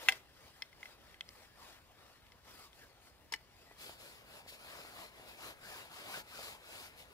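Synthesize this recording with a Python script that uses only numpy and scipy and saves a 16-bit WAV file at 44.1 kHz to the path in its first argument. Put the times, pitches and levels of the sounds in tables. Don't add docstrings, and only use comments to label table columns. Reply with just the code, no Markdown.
import sys
import numpy as np
from scipy import signal
from scipy.fft import rfft, irfft, next_fast_len
from scipy.io import wavfile
from scipy.ndimage import uniform_filter1d, map_coordinates

SR = 44100
rng = np.random.default_rng(int(sys.argv[2]) if len(sys.argv) > 2 else 0)


def materialize(psi):
    bounded = np.clip(np.atleast_2d(psi).T, -1, 1)
    quanta = np.round(bounded * 32767).astype(np.int16)
    wavfile.write(sys.argv[1], SR, quanta)


N = 314433

# (frequency [Hz], relative level [dB], 60 dB decay time [s])
SHEATH_MODES = [(777, -14.5, 0.071), (1620, -8, 0.051), (1740, -8.5, 0.038), (1986, 3, 0.036),
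                (2065, -3.5, 0.053), (2330, -2.5, .036), (2520, -1.5, 0.021), (2680, 2.5, 0.026),
                (3170, -4, .035), (3455, -5, 0.031), (3850, -19, 0.0252), (4200, -22.5, .042),
                (5730, -10, 0.016), (7150, -17.5, .036)]
HANDLE_MODES = [(1036, -21.5, 0.022), (1480, -19, .012), (1736, 1.5, 0.0089), (2062, 3, 0.033),
                (2600, -7, 0.037), (3230, -1.5, 0.02), (3470, -3, 0.015), (4280, -5, 0.022),
                (4870, -8, 0.018), (5250, 3, 0.012), (5750, -14.5, .012), (6500, -24, .012)]
PIECE_MODES = [(303, -19.5, 0.048), (442, -18.5, 0.048), (910, -6, 0.038), (1390, -4, 0.017),
               (1796, -10, 0.058), (2014, 6, 0.019), (2230, -4.5, 0.028), (2950, -4, 0.042),
               (4300, -8, 0.047), (4900, -6, 0.033), (5280, -0.5, .022), (5420, -4, 0.022),
               (6730, -10, 0.022)]
# (time [s], level [dB], decay time factor [ratio], mode weight at 900 Hz [dB],
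# at 3.2 kHz [dB], at 4.8 kHz [dB], relative crack level [dB])
SHEATH_SNAPS = [(.0857, -18, 0.99, 0.5, 3.5, 0, -9.5), (.09196, -30, 0.63, -10.5, -8.5, 3, -4)]
HANDLE_CLICKS = [(.1221, -33, 1, -17, 0, -11, 1), (.6214, -35.5, 1, 2, 3.5, 2.5, -7),
                 (.7292, -53.5, 0.85, -8, -7, -6, -16), (.8299, -39, 0.68, -11, -4, -18, -13),
                 (.8562, -42.5, 1, -4, -8, -15, -15), (1.1432, -50, .6, -4, 2, -12, -8),
                 (1.2084, -35, 0.57, -17, 8.5, -5, -9), (1.2898, -49, 0.48, 5, -2, 12, 1),
                 (2.2666, -60.5, 0.44, -5, 4, -4, 3), (2.3200, -57, 0.86, -6, 1, 1, 0),
                 (2.7303, -61, .6, 0, 11, 5, -2), (3.0715, -57.5, 0.55, 2, -4, -1, -7)]
PIECE_BOUNCES = [(3.3212, -53.5, 0.68, 19, -8, -3, -10.5), (3.3231, -44, 0.67, 12.5, -10, 15.5, 4.5),
                 (3.3260, -46, 0.46, 8, -11, 1, 2.5), (3.3300, -51, 0.81, 10, -4, -3, 6),
                 (3.3360, -37, 0.45, -5, -9, -6, -6.5), (3.3383, -29, 0.92, -10, -1, -7, -8),
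                 (3.3422, -47.5, 0.84, 12, -3, -2, 0), (3.3490, -53, 0.73, 10.5, 0, 6, 2.5),
                 (3.3598, -58, 1, 4, 4, 7, 5)]
# (time [s], level [dB], frequency [Hz])
SOFT_KNOCKS = [(.478, -52, 600), (3.713, -43, 650), (3.895, -38.5, 620), (4.245, -49, 600),
               (4.463, -42.5, 626), (4.524, -45, 595), (4.648, -50, 553), (4.850, -41.5, 700),
               (5.197, -42, 480), (6.392, -35.5, 676)]
# (time of peak speed [s], rise [s], fall [s], swish level [dB], hiss level [dB])
SLEEVE_STROKES = [(.075, .237, .15, -52.5, -58.5), (.48, 0.2, 0.064, -63.5, -69),
                  (.562, .047, 0.19, -69.4, -72), (.876, 0.15, 0.1, -61.5, -67.5),
                  (1.106, 0.17, 0.094, -65, -72.5), (1.408, .203, .109, -65.5, -68.5),
                  (1.648, .11, 0.2, -59.5, -65.5), (2.052, 0.12, 0.17, -66, -73),
                  (2.505, .081, .097, -61, -64.5), (2.613, .1, 0.097, -63, -63.5),
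                  (2.81, 0.107, 0.11, -66.5, -68.5), (3.069, 0.077, 0.062, -69.1, -70),
                  (3.683, 0.24, 0.3, -68, -73.5)]
POCKET_STROKES = [(3.83, 0.067, 0.17, -60, -55), (4.01, .04, .26, -63.5, -59.5),
                  (4.371, 0.13, 0.065, -60, -60.5), (4.495, .03, .03, -68, -55),
                  (4.53, .02, 0.053, -63.5, -57.8), (4.745, 0.22, 0.33, -57.5, -58.1),
                  (5.016, 0.12, .103, -56, -57.5), (5.221, 0.14, .145, -62.5, -66.5),
                  (5.297, .048, 0.094, -61, -60.5), (5.466, 0.12, 0.092, -53, -54.5),
                  (5.73, 0.15, .199, -55, -55.5), (5.952, 0.07, .3, -57, -58),
                  (6.173, 0.16, 0.062, -51.5, -51), (6.445, 0.21, 0.16, -55.5, -53),
                  (6.81, 0.23, 0.12, -57.3, -55.8), (6.998, .043, 0.072, -66, -60)]
# (time [s], duration [s], first pitch [Hz], last pitch [Hz], level [dB])
RIB_GLIDES = [(2.558, 0.13, 1290, 1120, -63), (2.79, 0.083, 1950, 1450, -63.5),
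              (3.648, .11, 1960, 1930, -67), (5.389, 0.074, 1200, 1450, -61),
              (5.618, 0.097, 1400, 1890, -58), (5.706, 0.089, 1850, 1356, -59),
              (6.064, 0.096, 893, 1344, -57.5), (6.13, 0.048, 1420, 1655, -47.5),
              (6.31, 0.073, 1160, 1560, -61)]
# (frequency [Hz], relative spectral density [dB])
CRACK_SPECTRUM = [(300, -43.5), (1200, -4.5), (3000, 1.5), (5500, -3), (8000, -6), (12000, -8),
                  (16000, -17)]
NYLON_SPECTRUM = [(120, -37), (200, -5.5), (525, -0.5), (923, -1), (1330, -2.5), (1560, -5.5), (1740, -2.5),
                  (1910, -5), (3420, -10), (5110, -12.5), (6020, -17), (13600, -18.5), (15500, -22)]
TWILL_SPECTRUM = [(59, -32), (100, -7), (300, -3), (601, 1.5), (1340, -3.5), (1550, -5), (2180, -9),
                  (3050, -10), (4190, -6.5), (5170, -8.5), (5870, -13.5), (7250, -12.5), (8580, -18),
                  (10200, -12.5), (15500, -18)]
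AIR_SPECTRUM = [(12, -32), (22, -12.5), (35, -13), (50, -5.5), (85, -4.5), (120, -9.5), (180, -13),
                (480, -19), (630, -17.5), (1000, -33.5), (2000, -26), (3600, -31), (5100, -44), (6200, -42),
                (15000, -37.5)]
# (centre frequency [Hz], level [dB])
DRONE_BANDS = [(60, -78), (128, -83)]
# (frequency [Hz], 60 dB decay time [s])
REVERB_TIMES = [(300, .2), (2000, 0.29), (10000, 0.041)]
# (frequency [Hz], correlation [ratio])
STEREO_COHERENCE = [(60, 0.68), (400, 0.67), (1500, 0.67), (2200, 0.89), (4000, 0.4), (6000, 0.24),
                    (7000, 0.69), (10000, 0.19), (15000, 0.314)]
# (frequency [Hz], left minus right level [dB])
STEREO_BALANCE = [(100, 0), (600, 2), (1100, 2.3), (2300, 3.5), (3400, 0.5), (5200, 6.5), (6200, -2),
                  (9000, 0.5), (15000, 2)]


def gear():
    snap = impacts(SHEATH_SNAPS, SHEATH_MODES, crack_t60=0.046, scatter_db=1.4, spread=0.25, skew=0.36)
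    clicks = impacts(HANDLE_CLICKS, HANDLE_MODES, crack_t60=0.013, scatter_db=1, spread=0.3, skew=1)
    drop = impacts(PIECE_BOUNCES, PIECE_MODES, crack_t60=0.026, scatter_db=0.5, spread=0.68, skew=0.75)
    in_hand = signal.sosfilt(signal.butter(3, 520, "high", fs=SR, output="sos"), snap + clicks)
    return from_left(in_hand + drop, lead_ms=0.06) * amp([[1.1], [-1.1]])


def impacts(contacts, modes, crack_t60, scatter_db, spread, skew):
    out, t = np.zeros((2, N)), np.arange(SR // 6) / SR
    hz, mode_db, t60 = np.transpose(modes)
    attack = 1 - np.exp(-t / 0.0003)
    for s, db, ring, low_db, mid_db, high_db, crack_db in contacts:
        place_db = along([(900, low_db), (2000, 0), (2300, 0), (3200, mid_db), (4800, high_db)], hz)
        gain = amp(mode_db + place_db + scatter_db * rng.standard_normal((2, len(hz))))
        start = np.pi / 4 + spread * rng.uniform(-1.6, 1, len(hz))
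        offset = skew * hz / hz.mean() * rng.uniform(-1.06, 1, len(hz))
        phase = start + np.array([offset, -offset])
        tones = np.sin(2 * np.pi * hz[:, None] * t + phase[..., None]) * fade(t, ring * t60[:, None])
        ringing = (gain[..., None] * tones).sum(1)
        noise = filtered(rng.standard_normal((2, len(t))), lambda f: amp(along(CRACK_SPECTRUM, f)))
        crack = amp(crack_db) * unit(noise) * fade(t, crack_t60)
        add(out, s, amp(db) * (ringing + crack) * attack)
    return out


def soft_knocks():
    out, t = np.zeros(N), np.arange(SR // 20) / SR
    for s, db, hz in SOFT_KNOCKS:
        knock = np.sin(2 * np.pi * hz * t) - 0.35 * np.sin(2 * np.pi * 1.7 * hz * t)
        add(out, s, amp(db) * knock * fade(t, t60=0.0087))
    return out * amp([[1], [-1]])


def clothes():
    nylon = stereo_noise(NYLON_SPECTRUM, lead_ms=0.1, flicker_db=1, rate_hz=160)
    jacket = shifting_colour(nylon, depth_db=2.5)
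    twill = stereo_noise(TWILL_SPECTRUM, lead_ms=0.18, flicker_db=0.66, rate_hz=250)
    trousers = shifting_colour(twill, depth_db=2)
    entry_s, reach_s = POCKET_STROKES[0][:2]
    in_pocket = np.clip((np.arange(N) / SR - entry_s) / reach_s + 1, 0, 1)
    sleeve = rubbing(jacket, SLEEVE_STROKES, split_hz=4100, contact=1 - in_pocket,
                     creep_db=(-69.5, -76.5))
    pocket = rubbing(trousers, POCKET_STROKES, split_hz=2500, contact=in_pocket, creep_db=(-65.5, -70.5))
    return sleeve + pocket + rib_tones(half_width_hz=96)


def rubbing(cloth, strokes, split_hz, contact, creep_db, speed_exponent=1.34):
    power = np.outer(amp(creep_db), contact) ** 2
    for peak_s, rise_s, fall_s, swish_db, hiss_db in strokes:
        speed = sliding_speed(peak_s, rise_s, fall_s)
        power += np.outer(amp([swish_db, hiss_db]), speed ** speed_exponent) ** 2
    swish_gain, hiss_gain = np.sqrt(power)
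    swish = filtered(cloth, lambda hz: 1 / (1 + (hz / split_hz) ** 6))
    hiss = cloth - swish
    return swish_gain * swish / np.std(swish.mean(0)) + hiss_gain * hiss / np.std(hiss.mean(0))


def sliding_speed(peak_s, rise_s, fall_s):
    t = np.arange(N) / SR - peak_s
    progress = np.clip(t / np.where(t < 0, rise_s, fall_s), -1, 1)
    return np.abs(np.cos(np.pi / 2 * progress))


def shifting_colour(cloth, depth_db):
    spectra = signal.stft(cloth, nperseg=512)[2]
    patches = uniform_filter1d(rng.standard_normal(spectra.shape[1:]), size=3, axis=0)
    patches = uniform_filter1d(patches, size=10, axis=1)
    return signal.istft(spectra * amp(depth_db * unit(patches)), nperseg=512)[1][:, :N]


def rib_tones(half_width_hz):
    out = np.zeros(N)
    for s, duration, first_hz, last_hz, db in RIB_GLIDES:
        progress = np.linspace(0, 1, int(duration * SR))
        noise = rng.standard_normal((2, len(progress)))
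        fuzz = unit(filtered(noise, lambda hz: 1 / (1 + (hz / half_width_hz) ** 2)))
        phase = 2 * np.pi * np.cumsum(first_hz + (last_hz - first_hz) * progress) / SR
        tone = fuzz[0] * np.cos(phase) + fuzz[1] * np.sin(phase)
        add(out, s, amp(db) * np.sin(np.pi * progress) * tone)
    return from_left(out * amp([[1.2], [-1.2]]), lead_ms=0.12)


def reverberation(x):
    hz, t, spectra = signal.stft(rng.standard_normal((2, SR // 3)), SR, nperseg=256)
    tail = signal.istft(spectra * fade(t, along(REVERB_TIMES, hz)[:, None]), SR, nperseg=256)[1]
    delayed = np.pad(tail / np.linalg.norm(tail[0]), ((0, 0), (SR // 250, 0)))
    return signal.fftconvolve(x, delayed, axes=1)[:, :N]


def woodland():
    air = amp(-69) * stereo_noise(AIR_SPECTRUM, lead_ms=0.018, flicker_db=0.9, rate_hz=12)
    drone = np.zeros(N)
    for centre_hz, db in DRONE_BANDS:
        band = filtered(rng.standard_normal(N), lambda hz: np.exp(-((hz - centre_hz) / 13) ** 2))
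        drone += amp(db) * unit(band)
    return air + drone


def stereo_noise(spectrum, lead_ms, flicker_db, rate_hz):
    def mid_and_side(hz):
        angle = np.arccos(np.clip(along(STEREO_COHERENCE, hz), 0, 1)) / 2
        return np.array([np.cos(angle), np.sin(angle)])

    def colour(hz):
        balance_db = np.outer([0.5, -0.5], along(STEREO_BALANCE, hz))
        coherence = np.clip(along(STEREO_COHERENCE, hz), 0, 0.95)
        comb = np.sqrt(1 + coherence * np.cos(2 * np.pi * hz * lead_ms / 1000))
        return amp(along(spectrum, hz) + balance_db) / comb

    noise = rng.standard_normal((2, N)) * amp(flicker_db * wobble(rate_hz))
    mid, side = filtered(noise, mid_and_side)
    pair = from_left(filtered(np.array([mid + side, mid - side]), colour), lead_ms)
    return pair / np.std(pair.mean(0))


def from_left(pair, lead_ms):
    return filtered(pair, lambda hz: np.exp(np.outer([1, -1], 1j * np.pi * hz * lead_ms / 1000)))


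def wobble(rate_hz):
    knots = rng.standard_normal(int(N * rate_hz / SR) + 4)
    return map_coordinates(knots, [np.arange(N) * rate_hz / SR])


def filtered(x, response):
    n = x.shape[-1]
    padded = next_fast_len(n + 8192)
    return irfft(rfft(x, padded) * response(np.fft.rfftfreq(padded, 1 / SR)), padded)[..., :n]


def fade(t, t60):
    return np.exp(-np.log(1000) * t / t60)


def add(track, s, sound):
    span = track[..., max(round(s * SR), 0):][..., :sound.shape[-1]]
    span += sound[..., :span.shape[-1]]


def along(points, hz):
    frequencies, values = np.transpose(points)
    return np.interp(np.log(hz + 1), np.log(frequencies + 1), values)


def amp(db):
    return 10 ** (np.asarray(db) / 20)


def unit(x):
    return x / np.sqrt(np.mean(x ** 2) + 1e-20)


def scene():
    hits = gear()
    return hits + amp(-25.5) * reverberation(hits) + soft_knocks() + clothes() + woodland()


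def record(dry):
    return filtered(dry, lambda hz: hz < 15650)


dry = scene()
out = record(dry)
materialize(out)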